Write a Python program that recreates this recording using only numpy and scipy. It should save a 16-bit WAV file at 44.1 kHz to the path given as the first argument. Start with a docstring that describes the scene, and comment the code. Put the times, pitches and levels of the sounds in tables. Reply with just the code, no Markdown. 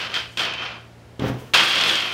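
"""A microfiber cloth wipes a quilted leather purse; a quiet workshop hums behind throughout.
The first stroke is under way, then two catch abruptly: random stick-slip jerks through leather and
fibre filters, with ticks and a seam snag. The purse then knocks softly on a table and scuffs: filtered
jerks plus ringing table modes. A fourth, long stroke catches, snags and gains a thin whistle."""
import sys
import numpy as np
from scipy import signal
from scipy.fft import rfft, irfft
from scipy.io import wavfile

SR = 44100
rng = np.random.default_rng(int(sys.argv[2]) if len(sys.argv) > 2 else 0)


def wav_out(sig):
    """Save sig, one row per channel (or a flat mono array), as 16-bit PCM at SR to the path in sys.argv[1]."""
    wavfile.write(sys.argv[1], SR, np.round(np.clip(np.atleast_2d(sig).T, -1, 1) * 32767).astype(np.int16))


N = 94109


def amp(db):
    """Decibels to amplitude gain."""
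    return 10 ** (np.asarray(db) / 20)


def even(x):
    """Scale to rms 1."""
    return x / np.sqrt(np.mean(x ** 2) + 1e-20)


def colour(x, points):
    """Causal minimum-phase filter with the given spectrum, falling steeply outside it; rms 1."""
    f, db = np.transpose(points)
    hz = np.fft.rfftfreq(8192, 1 / SR) + 1
    octaves_outside = np.log2(np.maximum(f[0] / hz, 1) * np.maximum(hz / f[-1], 1))
    curve_db = np.interp(np.log(hz), np.log(f), db) - 24 * octaves_outside
    log_gain = np.maximum(curve_db, -100) * np.log(10) / 20
    log_gain = np.r_[log_gain, log_gain[-2:0:-1]]
    # minimum phase: the Hilbert transform of the log gain
    taps = np.fft.ifft(np.exp(np.conj(signal.hilbert(log_gain)))).real[:4096]
    return even(signal.oaconvolve(x, taps)[:N])


def ring(x, hz, width_hz):
    """A resonance (double pole) that follows the curve hz; rms 1."""
    turn = np.exp(2j * np.pi * np.cumsum(hz * np.ones(N)) / SR)
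    r = np.exp(-np.pi * width_hz / SR)
    # shift hz down to zero, smooth, shift back
    smoothed = signal.lfilter([1], [1, -2 * r, r * r], x / turn)
    return even((turn * smoothed).real)


def wobble(hz):
    """Slow chance up to about the given rate; rms 1."""
    f = np.fft.rfftfreq(N, 1 / SR)
    return even(irfft(rfft(rng.standard_normal(N)) / (1 + (f / hz) ** 4), N))


def slips(per_s, spread_db):
    """Tiny stick-slip jerks of random time, sign and size."""
    u = rng.random((N, 3))
    happens = u[:, 0] < per_s / SR
    sign = np.sign(u[:, 1] - .5)
    size = amp(-spread_db * np.log(u[:, 2] + 0.029))
    return happens * sign * size


CATCH_S = 0.00026


def levels(table):
    """Gains of the columns of one gesture: a sudden catch, the curve, a sudden stop."""
    rows, t = np.array(table), np.arange(N) / SR
    start = rows[0, 0] if rows[0, 0] > 0 else -1  # from time 0: already under way
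    rise = np.clip((t - start) / CATCH_S, 0, 1)
    stop = np.clip((rows[-1, 0] - t) / CATCH_S + 1, 0, 1)
    return [rise * stop * amp(np.interp(t, rows[:, 0], c)) for c in rows.T[1:]]


# room air spectrum: (frequency [Hz], density [dB per Hz])
AIR_SPECTRUM = [(25, -20), (60, 5), (130, -5.5), (250, -5), (500, -3.5), (1000, -10), (3000, -17.5),
                (6400, -26), (16000, -39)]
AIR_RMS_DB = -49.5
# motor partials: (frequency [Hz], level before HUM_TRIM_DB [dB peak])
MOTOR_HUM = [(58.2, -83), (80.2, -55), (116.6, -45.5), (174.4, -55), (232, -58.5)]
HUM_TRIM_DB, HUM_WAVER_DB, HUM_WAVER_HZ = -1.0, 1.2, 7.8


def workshop():
    """Broadband room air and motor partials whose levels waver independently."""
    t = np.arange(N) / SR
    hum = np.zeros(N)
    for hz, db in MOTOR_HUM:
        gain = amp(db + HUM_TRIM_DB + HUM_WAVER_DB * wobble(HUM_WAVER_HZ))
        hum = hum + gain * np.sin(2 * np.pi * (hz * t + rng.random()))
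    return amp(AIR_RMS_DB) * colour(rng.standard_normal(N), AIR_SPECTRUM) + hum


# one table per stroke:
# (time [s], level [dB], dull leather rub re level [dB], bright fibre hiss re level [dB])
WIPE_STROKES = [
    [(0, -30, -4.5, -20.5), (.055, -26.5, -9.5, -26.5), (.09, -35.5, -5, -21), (.14, -33, -3.5, -25)],
    [(.1412, -22.5, -17, -18), (.165, -21, -10.5, -22.5), (.21, -28.5, -9, -24), (.27, -40.5, -12.5, -19),
     (.33, -48, -12, -11), (.371, -52.5, -12, -6)],
    [(.3722, -20.5, -14, -17), (.385, -25.5, -6, -20), (.41, -20.5, -11.5, -22), (.46, -24.5, -6.5, -24),
     (.525, -33, -5, -41), (.54, -32, -7.5, -31), (.58, -35.5, -3, -33), (.63, -32.5, -1, -23),
     (.68, -35, -2.5, -35), (.76, -44.5, 1.5, -46), (.9, -64, 1.5, -35)],
    [(1.5358, -14, -11, -17), (1.543, -11.5, -14.5, -16.5), (1.59, -14, -10.5, -21),
     (1.65, -18.5, -10.5, -19), (1.75, -18, -13, -19.5), (1.8, -20.5, -8.5, -21), (1.9, -19, -8.5, -17),
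     (1.97, -22.5, -11, -19), (2.03, -25, -10.5, -19.5), (2.11, -30, -6.5, -20), (2.134, -26.5, -10, -20)],
]
# leather rub, dull rub, fibre hiss: (frequency [Hz], density [dB per Hz])
RUB_SPECTRUM = [(900, -21), (1100, -10.5), (1500, -5), (2100, -3.5), (2700, 1.5), (3300, -1.5), (3900, -5),
                (4900, -7.5), (8000, -30)]
DULL_SPECTRUM = [(60, -35.5), (120, -13.5), (250, -9), (500, -6.5), (900, -6), (1400, -3), (2200, -18.5),
                 (3300, -36)]
HISS_SPECTRUM = [(5000, -8), (7000, -4), (9000, -7), (10400, -14), (12200, -16), (16000, -20)]
# two leather resonances, shifting as the bag is turned and pressed:
# (time [s], upper [Hz], upper level re rub [dB], lower [Hz], lower level re rub [dB])
LEATHER_RINGS = [(0, 2990, -7.5, 2870, -3), (.16, 3120, -4, 2600, -28), (.3, 2990, -7.5, 2550, -11),
                 (.4, 3250, -2, 2460, -20), (.47, 3040, -5, 2700, -5.5), (.62, 3027, 0, 2530, 0),
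                 (1.54, 3110, -8, 2620, -10), (1.63, 3160, -5.5, 2830, -14), (1.93, 3265, -1, 3050, -7),
                 (2.1, 3050, -1, 2550, -5.5)]
# thin high whistle in the long stroke: (time [s], level [dB])
WHISTLE_LEVEL = [(1.62, -68), (1.66, -58), (2.134, -61)]
WHISTLE_HZ, WHISTLE_WIDTH_HZ = 11330, 170
UPPER_WIDTH_HZ, LOWER_WIDTH_HZ = 330, 560  # per pole
RING_WANDER_HZ, RING_WANDER_RATE_HZ = 35, 8.7
SLIPS_PER_S, SLIP_SPREAD_DB = 10000, 2
JUDDER_DB, JUDDER_HZ = 1.3, 98
PATCHY_DB, FLICKER_DB = .9, 1.4  # rms


def cloth():
    """Dense slips under a juddering hand excite the leather, its two rings and the fibres."""
    jerks = slips(SLIPS_PER_S, SLIP_SPREAD_DB) * amp(JUDDER_DB * wobble(JUDDER_HZ))
    steady = slips(SLIPS_PER_S, SLIP_SPREAD_DB)
    both = jerks + steady
    times, *columns = np.transpose(LEATHER_RINGS)
    up_hz, up_db, low_hz, low_db = [np.interp(np.arange(N) / SR, times, c) for c in columns]
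    rub = colour(jerks, RUB_SPECTRUM)
    for hz, db, width_hz in (up_hz, up_db, UPPER_WIDTH_HZ), (low_hz, low_db, LOWER_WIDTH_HZ):
        gain = amp(db + PATCHY_DB * wobble(35))
        wandering_hz = hz + RING_WANDER_HZ * wobble(RING_WANDER_RATE_HZ)
        rub = rub + gain * ring(both, wandering_hz, width_hz)
    rub = even(rub)
    dull = colour(both, DULL_SPECTRUM) * amp(PATCHY_DB * wobble(14))
    hiss = colour(both, HISS_SPECTRUM) * amp(FLICKER_DB * wobble(36))
    whistle_gain = levels(WHISTLE_LEVEL)[0] * amp(PATCHY_DB * wobble(12))
    out = whistle_gain * ring(steady, WHISTLE_HZ, WHISTLE_WIDTH_HZ)
    for stroke in WIPE_STROKES:
        main, low, high = levels(stroke)
        out = out + main * (rub + low * dull + high * hiss)
    return out


# fibres snap free: (time [s], level [dB], treble level [dB])
FIBRE_TICKS = [(0.141, -19.5, -52), (0.3744, -26.5, -52), (0.393, -20, -41), (0.537, -26, -61),
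               (1.196, -33, -46), (1.553, -35, -29), (1.627, -29, -48), (1.812, -13, -50),
               (1.837, -13.5, -45), (1.896, -13, -44), (1.955, -13.5, -48)]
# leather's answer to a snap: (frequency [Hz], density [dB per Hz])
SNAP_SPECTRUM = [(1200, -16), (2500, -7), (3300, 0), (4200, -9), (7000, -20)]
TICK_T60_S = .02


def ticks():
    """Snapping fibres: decaying noise bursts coloured by the leather, with a spit of treble."""
    t, shape, spit = np.arange(N) / SR, np.zeros(N), np.zeros(N)
    for s, db, treble_db in FIBRE_TICKS:
        fall = (t > s) * amp(-60 * np.abs(t - s) / TICK_T60_S)
        shape = shape + amp(db) * fall
        spit = spit + amp(treble_db) * fall
    snap = np.sqrt(np.mean(shape ** 2)) * colour(shape * rng.standard_normal(N), SNAP_SPECTRUM)
    return snap + spit * colour(rng.standard_normal(N), HISS_SPECTRUM)


# the cloth snags on a seam: (time [s], frequency [Hz], level [dB])
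SEAM_SNAGS = [(0.621, 1220, -25), (1.544, 1037, -9.5)]
SNAG_RISE_S, SNAG_T60_S, SNAG_WIDTH_HZ = 0.0052, .06, 320


def snags():
    """Duller than the ticks: noise through one resonance per snag, quick rise and decay."""
    t, out = np.arange(N) / SR, np.zeros(N)
    noise = rng.standard_normal(N)
    for s, hz, db in SEAM_SNAGS:
        rise = np.clip((t - s) / SNAG_RISE_S, 0, 1)
        fall = amp(db - 60 * np.abs(t - s) / SNAG_T60_S)
        out = out + rise * fall * ring(noise, hz, SNAG_WIDTH_HZ)
    return out


# (time [s], thud level [dB], scuff level [dB], bright rustle level [dB])
KNOCK_LEVELS = [(1.194, -32, -38.5, -62), (1.235, -25, -33, -53.5), (1.29, -31.5, -32, -45.5),
                (1.312, -33, -38.5, -55.5), (1.37, -37, -46.5, -60.5), (1.402, -48, -46.5, -52),
                (1.438, -41, -49.5, -58.5), (1.498, -58, -51.5, -60), (1.53, -47, -63, -61)]
# thud, scuff, rustle: (frequency [Hz], density [dB per Hz])
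THUD_SPECTRUM = [(60, -33), (110, -1), (175, -6), (280, -4), (450, -4), (1200, -28)]
SCUFF_SPECTRUM = [(410, -37), (700, -3.5), (1360, -6), (2300, -11), (3200, -10.5), (4000, -19.5),
                  (8000, -33)]
RUSTLE_SPECTRUM = [(6000, 3.5), (9000, 0.5), (12500, -1.5), (16000, 0)]
BUMPS_PER_S, BUMP_SPREAD_DB = 1500, 1.5


def knock():
    """Soft bag on the table: sparse jerks make a lumpy thud, dense ones a scuff and a rustle."""
    low, mid, high = levels(KNOCK_LEVELS)
    scrape = slips(SLIPS_PER_S, SLIP_SPREAD_DB)
    thud = low * colour(slips(BUMPS_PER_S, BUMP_SPREAD_DB), THUD_SPECTRUM)
    scuff = mid * colour(scrape, SCUFF_SPECTRUM)
    return thud + scuff + high * colour(scrape, RUSTLE_SPECTRUM)


# the bag settles: (time [s], level [dB])
SETTLING_BUMPS = [(1.195, -19), (1.221, -16.5), (1.242, -14.5), (1.27, -16.5), (1.299, -14.5)]
# table-top modes: (frequency [Hz], level re bump [dB], t60 [s])
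TABLE_MODES = [(126, -9, 0.4), (215, -7, 0.06), (265, -9, 0.4), (407, -11, 0.09), (510, -16, .08)]


def bumps():
    """Each bump is an impulse that rings the decaying table-top modes."""
    t, hits = np.arange(8000) / SR, np.zeros(N)
    for s, db in SETTLING_BUMPS:
        hits[round(s * SR)] = amp(db)
    top = sum(amp(db - 60 * t / t60) * np.sin(2 * np.pi * hz * t) for hz, db, t60 in TABLE_MODES)
    return -signal.oaconvolve(hits, top)[:N]


ROOM_T60_S, ROOM_DB, ROOM_DELAY_S = .35, -13, .004


def room(x):
    """Diffuse tail, duller than the direct sound: convolution with decaying low-passed noise."""
    t = np.arange(SR // 2) / SR
    noise = signal.lfilter([1], [1, -.5], rng.standard_normal(len(t)))
    tail = noise * amp(-60 * t / ROOM_T60_S) * (t > ROOM_DELAY_S)
    before = x[4000:0:-1]  # mirrored opening: the rubbing is already under way at the start
    wet = signal.fftconvolve(np.r_[before, x], tail / np.linalg.norm(tail))
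    return wet[len(before):][:N]


def scene():
    """Near sounds, their room tail and the workshop, in mono."""
    near = cloth() + ticks() + snags() + knock() + bumps()
    return (near + amp(ROOM_DB) * room(near) + workshop())[None]


MIC_LOW_HZ, EDGE_HZ = 46.5, 15800


def record(dry):
    """The microphone's bass roll-off and the band limit."""
    thin = signal.sosfilt(signal.butter(2, MIC_LOW_HZ, "high", fs=SR, output="sos"), dry)
    low_pass = signal.firwin(511, EDGE_HZ, window=("kaiser", 9), fs=SR)
    return signal.oaconvolve(thin, low_pass[None], "same")


dry = scene()
out = record(dry)
wav_out(out)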